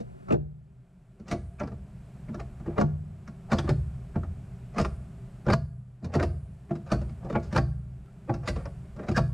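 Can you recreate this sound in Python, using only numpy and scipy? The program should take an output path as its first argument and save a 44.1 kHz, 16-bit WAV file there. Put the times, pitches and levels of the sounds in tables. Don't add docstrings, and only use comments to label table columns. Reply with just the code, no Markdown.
import sys
import numpy as np
from scipy import signal
from scipy.fft import rfft, irfft, next_fast_len
from scipy.io import wavfile
from scipy.ndimage import uniform_filter1d, minimum_filter1d

SR = 44100
rng = np.random.default_rng(int(sys.argv[2]) if len(sys.argv) > 2 else 0)


def digitize_waveform(pressure):
    field = np.atleast_2d(pressure).T
    bounded = np.clip(field, -1, 1)
    quanta = np.round(bounded * 32767).astype(np.int16)
    wavfile.write(sys.argv[1], SR, quanta)


N = 411453
TIME = np.arange(N) / SR
RING = np.arange(SR // 2) / SR
LEAD_S = 0.02

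# hz, relative_db
PAN_DENSE = [(40, -14.5), (80, -3.5), (200, -9.5), (320, -20)]


def undb(db):
    return 10 ** (np.asarray(db) / 20)


def unit(x):
    return x / np.sqrt(np.mean(x ** 2))


def crest(x, size=512):
    power = uniform_filter1d(x ** 2, size, mode="constant")
    return x / np.sqrt(power.max())


def noise(points, size):
    hz, db = np.transpose(points)
    f = np.maximum(np.arange(size // 2 + 1) * SR / size, 1)
    skirts = np.minimum(1, np.minimum(f / hz[0], hz[-1] / f)) ** 2
    colour = undb(np.interp(np.log(f), np.log(hz), db))
    white = rfft(rng.standard_normal(size))
    return unit(irfft(white * skirts * colour, size))


def fade(t, t60):
    return np.exp(-np.log(1000) * t / t60)


def walk(rate):
    knots = rng.standard_normal(int(N / SR * rate) + 2)
    return np.interp(TIME * rate, np.arange(len(knots)), knots)


def add(track, s, sound):
    i = int(s * SR)
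    sound, i = sound[max(-i, 0):len(track) - i], max(i, 0)
    track[i:i + len(sound)] += sound


def tone(hz, t60, rise_s, size):
    t = np.arange(size) / SR
    sine = np.sqrt(2) * np.sin(2 * np.pi * (hz * t + rng.random()))
    return sine * fade(t, t60) * (1 - np.exp(-t / rise_s))


def impacts(size, per_s, spread_db):
    hits = rng.random(size) < per_s / SR
    signs = rng.choice([-1, 1], size)
    return hits * signs * undb(spread_db * rng.standard_normal(size))


def background():
    # hz, relative_db_per_hz
    hum_points = [(20, -10.5), (45, -4), (68, -0.5), (92, -25.5), (125, 6), (150, -6.5), (180, -1.5),
                  (230, -17), (320, -29)]
    # hz, relative_db_per_hz
    air_points = [(250, 4.5), (350, -1.5), (388, 12), (440, -6.5), (660, 1.5), (900, -8), (1400, -8.5),
                  (2000, -14.5), (2400, -14), (3600, -22), (6500, -26), (7700, -21), (10200, -27.5),
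                  (15000, -40)]
    hum = noise(hum_points, N) * undb(-43.5 + 1.0 * walk(5.5))
    hiss = noise(air_points, N) * undb(-58.5 + 0.12 * walk(4.5))
    return hum + hiss


def steel_part(modes, dense, dense_t60, dense_db, scatter_db, detune=0.009):
    hz, db, t60 = np.transpose(modes)[:, :, None]
    t = RING[:next_fast_len(int(np.clip(t60.max(), 0.15, 0.5) * SR))]
    rings = undb(db) * fade(t, t60)
    damping = fade(t, dense_t60)
    onset = (1 - np.exp(-2 * hz.mean() * t)) ** 3

    def response():
        mix, shift = rng.standard_normal((2, len(modes), 1))
        cycles = hz * (1 + detune * shift) * t + rng.random((len(modes), 1))
        sines = np.sin(np.float32(2 * np.pi * cycles))
        ringing = np.sum(undb(scatter_db * mix) * rings * sines, axis=0)
        clatter = noise(dense, len(t)) * damping
        return onset * (crest(ringing) + undb(dense_db) * crest(clatter))
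    return response


def floor_pan():
    # hz, relative_db, t60_s
    modes = [(124.14, -9.5, 0.35), (147.2, -4, 0.27), (202.8, 5, 0.095), (226.7, -5, 0.18)]
    return steel_part(modes, PAN_DENSE, dense_t60=0.17, dense_db=-4.5, scatter_db=3.0)


def gearbox_bracket():
    # hz, relative_db, t60_s
    modes = [(281.2, -4, 0.19), (347, 4, 0.22), (389, 0.5, 0.095), (448.8, -1, 0.099)]
    # hz, relative_db
    dense = [(170, -38), (260, 2.5), (470, -5), (650, -31)]
    return steel_part(modes, dense, dense_t60=0.13, dense_db=-1.0, scatter_db=5.5)


def shift_rod():
    # hz, relative_db, t60_s
    modes = [(533, -2.5, 0.078), (603.6, 1, 0.11), (682, -2.5, 0.16), (782, -5.5, 0.097), (873, -12, 0.028)]
    # hz, relative_db
    dense = [(360, -30.5), (510, 5), (900, -4), (1300, -29)]
    return steel_part(modes, dense, dense_t60=0.1, dense_db=-0.5, scatter_db=5.5)


def gear_lever():
    # hz, relative_db, t60_s
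    modes = [(991, -4, 0.065), (1120.6, -1, 0.14), (1206, 10.5, 0.04), (1363, 0.5, 0.082),
             (1576, -23, 0.058), (1610, -27, 0.09), (1835, -13.5, 0.065), (2352, 3, 0.021),
             (2480, -12, 0.04)]
    # hz, relative_db
    dense = [(700, -13.5), (1050, -1.5), (1400, 0), (1900, -5.5), (2700, -19.5), (3500, -24.5), (7000, -53)]
    return steel_part(modes, dense, dense_t60=0.063, dense_db=0.5, scatter_db=-1.0)


def steel_joint():
    # hz, relative_db, t60_s
    modes = [(2630, -6, 0.04), (3630, 4.5, 0.057), (3750, -7.5, 0.05), (4030, -5, 0.046), (4550, -6, 0.05),
             (4900, -3, 0.048), (5070, -6, .045), (5400, -4, 0.044), (6880, 7, 0.027)]
    # hz, relative_db
    dense = [(1800, -0.5), (2700, 5), (3300, -4), (3900, 2), (5000, 3), (6800, -4), (8000, -8.5),
             (10500, -16.5), (15000, -36)]
    return steel_part(modes, dense, dense_t60=0.086, dense_db=10.0, scatter_db=1.0, detune=0.014)


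def strike(part, rise_s, bounce, grind):
    approach_s, chatter_s = 0.018, 0.0035
    t = RING[:SR // 12] - LEAD_S
    before = grind * np.exp(np.minimum(t, 0) / approach_s)
    after = bounce * np.exp(-np.abs(t) / chatter_s)
    force = np.where(t < 0, before, after) * impacts(len(t), per_s=2000, spread_db=2.5)
    force[int(LEAD_S * SR)] = 1
    sound = signal.fftconvolve(force, part())[:len(RING)]
    rise = np.tanh((RING[:len(sound)] - LEAD_S) / rise_s - 0.5)
    return crest(sound * (1 + rise + grind))


def knocks(pan, bracket, rod, lever, joint):
    # start_s, force_db, hardness_db, heft_db, balance_db, note_hz, note_db (all but force relative)
    contacts = [(0.002, -47, 10.5, 10, -6, 483, 9.5), (0.284, -46.5, 2, 5, 3, 1290, -3),
                (0.306, -31.5, -5, 4.5, -5.5, 500, 3), (0.322, -29, 4.5, 7.5, -5, 282, 13),
                (0.341, -26, -4, 5.5, -5, 806, 1.5), (1.197, -51.5, 7, 15, -1, 371.2, 10),
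                (1.281, -42.0, 16, 1.5, 1.5, 1920, -1), (1.312, -28.5, 12.5, 1.5, 2.5, 2220, -4.5),
                (1.324, -27.5, 5, -0.5, -1.5, 266, 9), (1.6, -39, 6, 3, 5, 1371, 6),
                (1.61, -30.5, -15, -10, 1, 585, 7), (1.633, -42, -1, 9, 2.5, 282, 10),
                (1.674, -46.5, 5, 0, 4, 458, 10), (1.718, -47.5, -1.5, 7.5, 0.5, 392, 7.5),
                (2.287, -51.5, -3, 15, -0.5, 363, 3), (2.343, -41.5, 1, 2, 0, 1360, -2),
                (2.397, -42, 5.5, -10, 2, 788, 4.5), (2.599, -56.5, 0, 14.5, 1, 1144, -1),
                (2.661, -46, -4, 7.5, -1.5, 398, 8), (2.675, -42.5, -29, 5, -9, 330, 14),
                (2.779, -27.5, -5.5, 0.5, -0.5, 1130, 1), (2.799, -34, 4.5, 2.5, -2, 571, 13),
                (2.811, -26, 2, 4, 1.5, 1415, -6), (3.276, -50.5, 9, 9, 6.5, 1394, 5),
                (3.517, -30, 8.5, 1.5, 1.5, 1430, 2), (3.529, -30.5, 7.5, 6, 3, 1173, 3),
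                (3.584, -35, 14.5, 0.5, 6, 343, 10), (3.642, -44.5, 0, 8.5, -1, 328, 16),
                (3.677, -41.5, -6, 3.5, 5.5, 1175, 5), (3.69, -32, 9, 3.5, 1.5, 372, 12),
                (4.156, -37.5, -11, 9, -2.5, 874, 1), (4.232, -48.5, -1, 5.5, -1, 1247, 1),
                (4.761, -46.5, 2, 13, 3, 1113, 5), (4.782, -28.0, 7.5, -4, 3, 1207, 0),
                (4.798, -33.0, 9, 4.5, 3, 1374, -5), (4.812, -41, 17, 0, 3, 459, 10),
                (4.847, -38, 9.5, -12, -1, 345, 5), (5.464, -35, -3, 7.5, 0, 482, 3),
                (5.484, -26.5, -8, -2, -1.5, 587, -3), (5.5, -25, 4, 2.5, 2.5, 790, 2.5),
                (5.523, -27.5, -1, 5, 2, 1422, 4), (5.532, -20, 8, -2, 5, 640, 1),
                (6.024, -49, -30, 18.5, -7, 656, 9), (6.044, -38.5, 13, 11.5, 0.5, 459, 7.5),
                (6.138, -28.5, 11, 3, 2.5, 1117, 0), (6.151, -22, 3, 2.5, -5, 500, -3),
                (6.163, -31.5, -7, 3.5, -3, 360, 3.5), (6.197, -22.5, -1, -17, 0.5, 392, 4.5),
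                (6.216, -33, 1, 0.5, 0, 394, 6), (6.227, -23, 5.5, -7.5, 0.5, 671, 5),
                (6.708, -32.5, -12, 4.5, -5.5, 668, 3), (6.753, -52.0, 13.5, 15, 7, 465, 7),
                (6.917, -27, 8.5, 0, 2, 642, 0.5), (6.926, -35, 3, 6, 1, 290, 5),
                (7.014, -49.5, 7, 9, 0, 570, 10.5), (7.093, -60, 12, 15.5, 6.5, 342, 15),
                (7.246, -51, 4, 9, -8, 380, 12), (7.299, -38, 2, -2.5, -2.5, 556, 7),
                (7.326, -47, 8.5, 14.5, 3, 344, 8), (7.353, -28.5, -11, -0.5, 2, 842, 5.5),
                (7.526, -39.5, 8.5, 7, 2, 1170, -9), (7.549, -39, 6, 0.5, -3, 1400, 2),
                (7.561, -23.5, 5.5, -8, 4, 1015, -1), (7.577, -21, 4.5, -1, 4, 403, -5),
                (8.294, -28.5, -16, 2, -3, 815, 2), (8.339, -42.5, 9.5, 7, 2.5, 353, -8),
                (8.475, -38.5, 20, -0.5, 6, 1185, 6.5), (8.484, -36.5, 17, 0, 2.5, 499, 6.5),
                (8.56, -41, 4, 0, 0, 1158, 0), (8.655, -45, -1, -3, 3, 560, 10.5),
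                (8.963, -56, 9, 9.5, 2, 580, 8), (8.992, -41.5, -6, -5, 0, 414, 3),
                (9.032, -47.5, 1, -1, 2, 443, 6), (9.085, -33.5, 6, 5, -0.5, 358, 3),
                (9.114, -42.5, 10, 10, 3, 348, 15), (9.164, -31.5, 12, 1.5, 2, 1565, 7),
                (9.176, -25, 8, -2.5, 5.5, 403, -3.5)]
    out = np.zeros(N + SR)
    for s, force_db, hardness_db, heft_db, balance_db, note_hz, note_db in contacts:
        note = tone(note_hz, t60=0.079, rise_s=0.0027, size=SR // 4)
        add(out, s, undb(force_db + note_db + 0.5) * note)
        thud = undb(heft_db + 5) * strike(pan, rise_s=0.0092, bounce=0.36, grind=0.079)
        clunk = undb(-balance_db) * strike(bracket, rise_s=0.0092, bounce=0.88, grind=0.43)
        clank = undb(-1.07) * strike(rod, rise_s=0.0065, bounce=0.96, grind=0.53)
        clink = undb(balance_db - 5) * strike(lever, rise_s=0.0032, bounce=0.42, grind=0.45)
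        click = undb(hardness_db - 19.5) * strike(joint, rise_s=0.0011, bounce=0.5, grind=0.51)
        for sound in (thud, clunk, clank, clink, click):
            add(out, s - LEAD_S, undb(force_db) * sound)
    return out[:N]


def room(x, colour, t60, build_s):
    t = np.arange(2 * SR) / SR
    echoes = noise(colour, len(t)) * fade(t, t60) * (1 - np.exp(-t / build_s))
    power = uniform_filter1d(np.abs(rfft(echoes)) ** 2, size=200)
    return signal.fftconvolve(x, echoes / np.sqrt(power.max()))[:N]


def floor_panels(linkage):
    # hz, relative_db
    colour = [(280, -10.5), (480, -2), (640, 0.5), (900, -8), (1300, -3.5), (1700, -4), (2400, -20)]
    return undb(-20.5) * room(linkage, colour, t60=0.62, build_s=0.013)


def underbody_boom(linkage):
    # hz, relative_db
    colour = [(30, -27), (50, 1), (67, 2), (95, -2.5), (130, -10.5), (190, -10), (260, -35.5)]
    return undb(1.5) * room(linkage, colour, t60=0.98, build_s=0.03)


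def underbody_sheets(linkage):
    # hz, relative_db
    colour = [(1100, -14), (1620, 2), (2000, -14), (3300, -15), (4300, 0), (4750, 0.5), (5400, -14),
              (6500, -16)]
    return undb(-13.5) * room(linkage, colour, t60=0.33, build_s=0.0099)


def garage_echo(linkage):
    # hz, relative_db
    colour = [(200, -16), (400, 6), (650, 1), (1400, -1), (3000, 3.5), (5000, 1.5), (7500, 3.5),
              (10000, 10), (12000, -7), (15000, -16)]
    return undb(-8.5) * room(linkage, colour, t60=0.34, build_s=0.012)


def airy_shimmer(linkage):
    # hz, relative_db
    colour = [(5000, -48), (7000, -15), (8300, -3.5), (9500, -1), (10500, 0.5), (11500, -15), (14000, -32)]
    return undb(-6) * room(linkage, colour, t60=1.0, build_s=0.058)


def squeaks():
    # start_s, length_s, pitch_hz, level_db
    locked_slips = [(0.285, 0.058, 1300, -41.5), (5.518, 0.022, 4830, -34), (6.883, 0.089, 1512, -42),
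                    (7.338, 0.059, 2240, -46), (8.05, 0.07, 1360, -63), (9.139, 0.06, 1640, -31),
                    (9.162, 0.031, 4940, -39)]
    out = np.zeros(N)
    waver = 1 + 0.048 * walk(700)
    for start, length_s, hz, db in locked_slips:
        swell = np.hanning(int(length_s * SR))
        pitch_hz = hz * waver[int(start * SR):][:len(swell)]
        phase = 2 * np.pi * np.cumsum(pitch_hz) / SR
        add(out, start, undb(db) * crest(swell * np.sin(phase)))
    return out


def ticks():
    # start_s, level_db, centre_hz
    tick_bands = [(0.306, -45, 2560), (0.323, -42, 2500), (1.196, -72, 5440), (1.314, -34, 2120),
                  (1.596, -52, 6000), (1.632, -57, 5030), (1.672, -60, 5000), (2.285, -59, 2100),
                  (2.344, -60.5, 5650), (2.398, -56, 2400), (3.276, -60.5, 5515), (3.585, -38, 3370),
                  (4.233, -50, 1290), (4.782, -39, 2400), (4.848, -33, 1160), (4.848, -44, 2530),
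                  (5.501, -34, 2090), (7.301, -44, 1180), (7.326, -48, 1200), (6.146, -32.5, 1850),
                  (6.227, -44, 5070), (7.574, -34, 4850), (8.295, -45, 1860), (8.338, -56, 5300),
                  (8.48, -36, 1982), (8.56, -69, 5400), (8.654, -57.5, 5100), (9.173, -46, 5320)]
    t60_s, rise_s, skirt_db = 0.043, 0.0013, -29
    fifth = 1.5
    out = np.zeros(N)
    t = RING[:SR // 10]
    envelope = fade(t, t60_s) * (1 - np.exp(-t / rise_s))
    for s, db, hz in tick_bands:
        band = [(hz / fifth, skirt_db), (hz, 0), (hz * fifth, skirt_db)]
        add(out, s, undb(db) * crest(noise(band, len(t)) * envelope))
    return out


def rocks():
    # start_s, thump_db, lower_standing_wave_db, upper_standing_wave_db
    thumps = [(0.335, -22, -52, -14), (1.328, -40, -45, -46), (2.813, -34, -37, -16.5),
              (3.689, -30, -29, -25.5), (4.802, -30, -43, -44), (5.518, -22.5, -19.5, -18),
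              (6.198, -22.5, -35, -37), (6.919, -29, -36, -32), (7.561, -18.5, -17, -16.5),
              (8.491, -26, -42, -33), (9.17, -24, -21.5, -21)]
    # hz, relative_db, t60_s
    mount_modes = [(52.6, -1, 0.86), (67, 2, 1), (84.7, 2, 0.65)]
    # hz, t60_s
    cavity = [(124.7, 0.98), (150.3, 0.67)]
    out = np.zeros(N)
    mounts = steel_part(mount_modes, PAN_DENSE, dense_t60=0.23, dense_db=-27, scatter_db=-4.0)
    for s, thump_db, *waves_db in thumps:
        add(out, s, undb(thump_db) * crest(mounts()))
        for (hz, t60), db in zip(cavity, waves_db):
            add(out, s, undb(db) * tone(hz, t60, rise_s=0.018, size=SR))
    return out


def slides(rod, lever, joint):
    # start_s, end_s, force_db, hardness_db (relative)
    strokes = [(1.246, 1.318, -44, 3), (2.617, 2.833, -48, -8), (3.476, 3.53, -45, -3),
               (4.722, 4.826, -46, 4), (6.059, 6.177, -43, -10), (6.845, 6.913, -47.5, 8.5),
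               (7.195, 7.36, -44.5, -10), (7.374, 7.511, -58.5, 23.5), (8.414, 8.482, -46, 4),
               (8.563, 8.63, -45, -2), (8.993, 9.085, -45.5, -5)]
    out = np.zeros(N)
    for start, end, force_db, hardness_db in strokes:
        size = int((end - start) * SR)
        swell = np.sin(np.linspace(0, np.pi, size))
        slips = impacts(SR // 2, per_s=380, spread_db=4)[:size] * swell
        shares_db = 0, -8.5 + 0.26 * hardness_db, -25 + hardness_db
        for part, db in zip((rod, lever, joint), shares_db):
            scrape = signal.fftconvolve(slips, part())
            add(out, start, undb(force_db + db) * crest(scrape))
    return out


def stops():
    # start_s, rod_db, joint_db
    end_stops = [(3.529, -27.5, -50), (5.535, -23, -48), (6.227, -39, -57), (6.926, -41, -64),
                 (7.577, -24, -50), (8.294, -34, -72), (8.484, -60, -58), (9.177, -24, -56)]
    # hz, relative_db, t60_s
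    rod_modes = [(518, -11, 0.18), (622, -4, 0.15), (670, -1, 0.21), (799, -12, 0.089)]
    # hz, relative_db
    joint_band = [(4100, -16), (4450, -3), (4700, -3), (5000, -8), (5400, -19)]
    out = np.zeros(N)
    for s, rod_db, joint_db in end_stops:
        for hz, db, t60 in rod_modes:
            add(out, s, undb(rod_db + db) * tone(hz, t60, rise_s=0.006, size=len(RING)))
        thin_ring = noise(joint_band, len(RING)) * fade(RING, t60=0.34)
        add(out, s, undb(joint_db) * crest(thin_ring))
    return out


def width():
    # start_s, hold_s, side_db
    spreads = [(0, 0.37, 0.5), (2.796, 0.027, -9)]
    widen_db_per_s, narrow_db_per_s = 234, 41.5
    gain = np.zeros(N)
    for start, hold_s, db in spreads:
        opening_db = widen_db_per_s * np.maximum(start - TIME, 0)
        closing_db = narrow_db_per_s * np.maximum(TIME - start - hold_s, 0)
        gain += undb(db - opening_db - closing_db)
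    return gain


def between_ears(x):
    # hz, relative_db
    scatter = [(60, -2), (200, -2.5), (380, 9.5), (700, 9.5), (1300, 6.5), (2500, 1), (4400, -5.5),
               (15000, -1)]
    thin_hz, thin_share = 78.6, 0.19
    side_lag_rad = 1.48
    wide = width()
    deep = signal.sosfiltfilt(signal.butter(2, thin_hz, fs=SR, output="sos"), x)
    mid = x - thin_share * wide / (wide + 0.15) * deep
    size = next_fast_len(N + SR)
    hz, db = np.transpose(scatter)
    f = np.arange(size // 2 + 1) * SR / size
    colour = undb(np.interp(np.log1p(f), np.log(hz), db))
    lagged = rfft(mid, size) * colour * np.exp(-1j * side_lag_rad)
    side = wide * irfft(lagged, size)[:N]
    return np.array([mid + side, mid - side])


def gain_control(x):
    ceiling_db, recovery_db_per_s, start_cut_db = -12.5, 8.5, 5.5
    peak = np.abs(x).max(axis=0)
    over_db = 20 * np.log10(np.maximum(peak / undb(ceiling_db), 1))
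    recovered_db = recovery_db_per_s * TIME
    held_db = np.maximum.accumulate(np.maximum(over_db + recovered_db, start_cut_db))
    cut_db = held_db - recovered_db
    gain_db = uniform_filter1d(minimum_filter1d(-cut_db, size=128), size=128)
    return x * undb(gain_db)


def scene():
    pan, bracket, rod = floor_pan(), gearbox_bracket(), shift_rod()
    lever, joint = gear_lever(), steel_joint()
    linkage = knocks(pan, bracket, rod, lever, joint) + squeaks() + ticks() + slides(rod, lever, joint)
    under_car = underbody_boom(linkage) + floor_panels(linkage) + underbody_sheets(linkage)
    around = garage_echo(linkage) + airy_shimmer(linkage)
    return between_ears(background() + linkage + rocks() + stops() + under_car + around)


def record(dry):
    top_hz = 15000
    low_pass = signal.ellip(8, 0.2, 80, top_hz, fs=SR, output="sos")
    return signal.sosfilt(low_pass, gain_control(dry))


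dry = scene()
out = record(dry)
digitize_waveform(out)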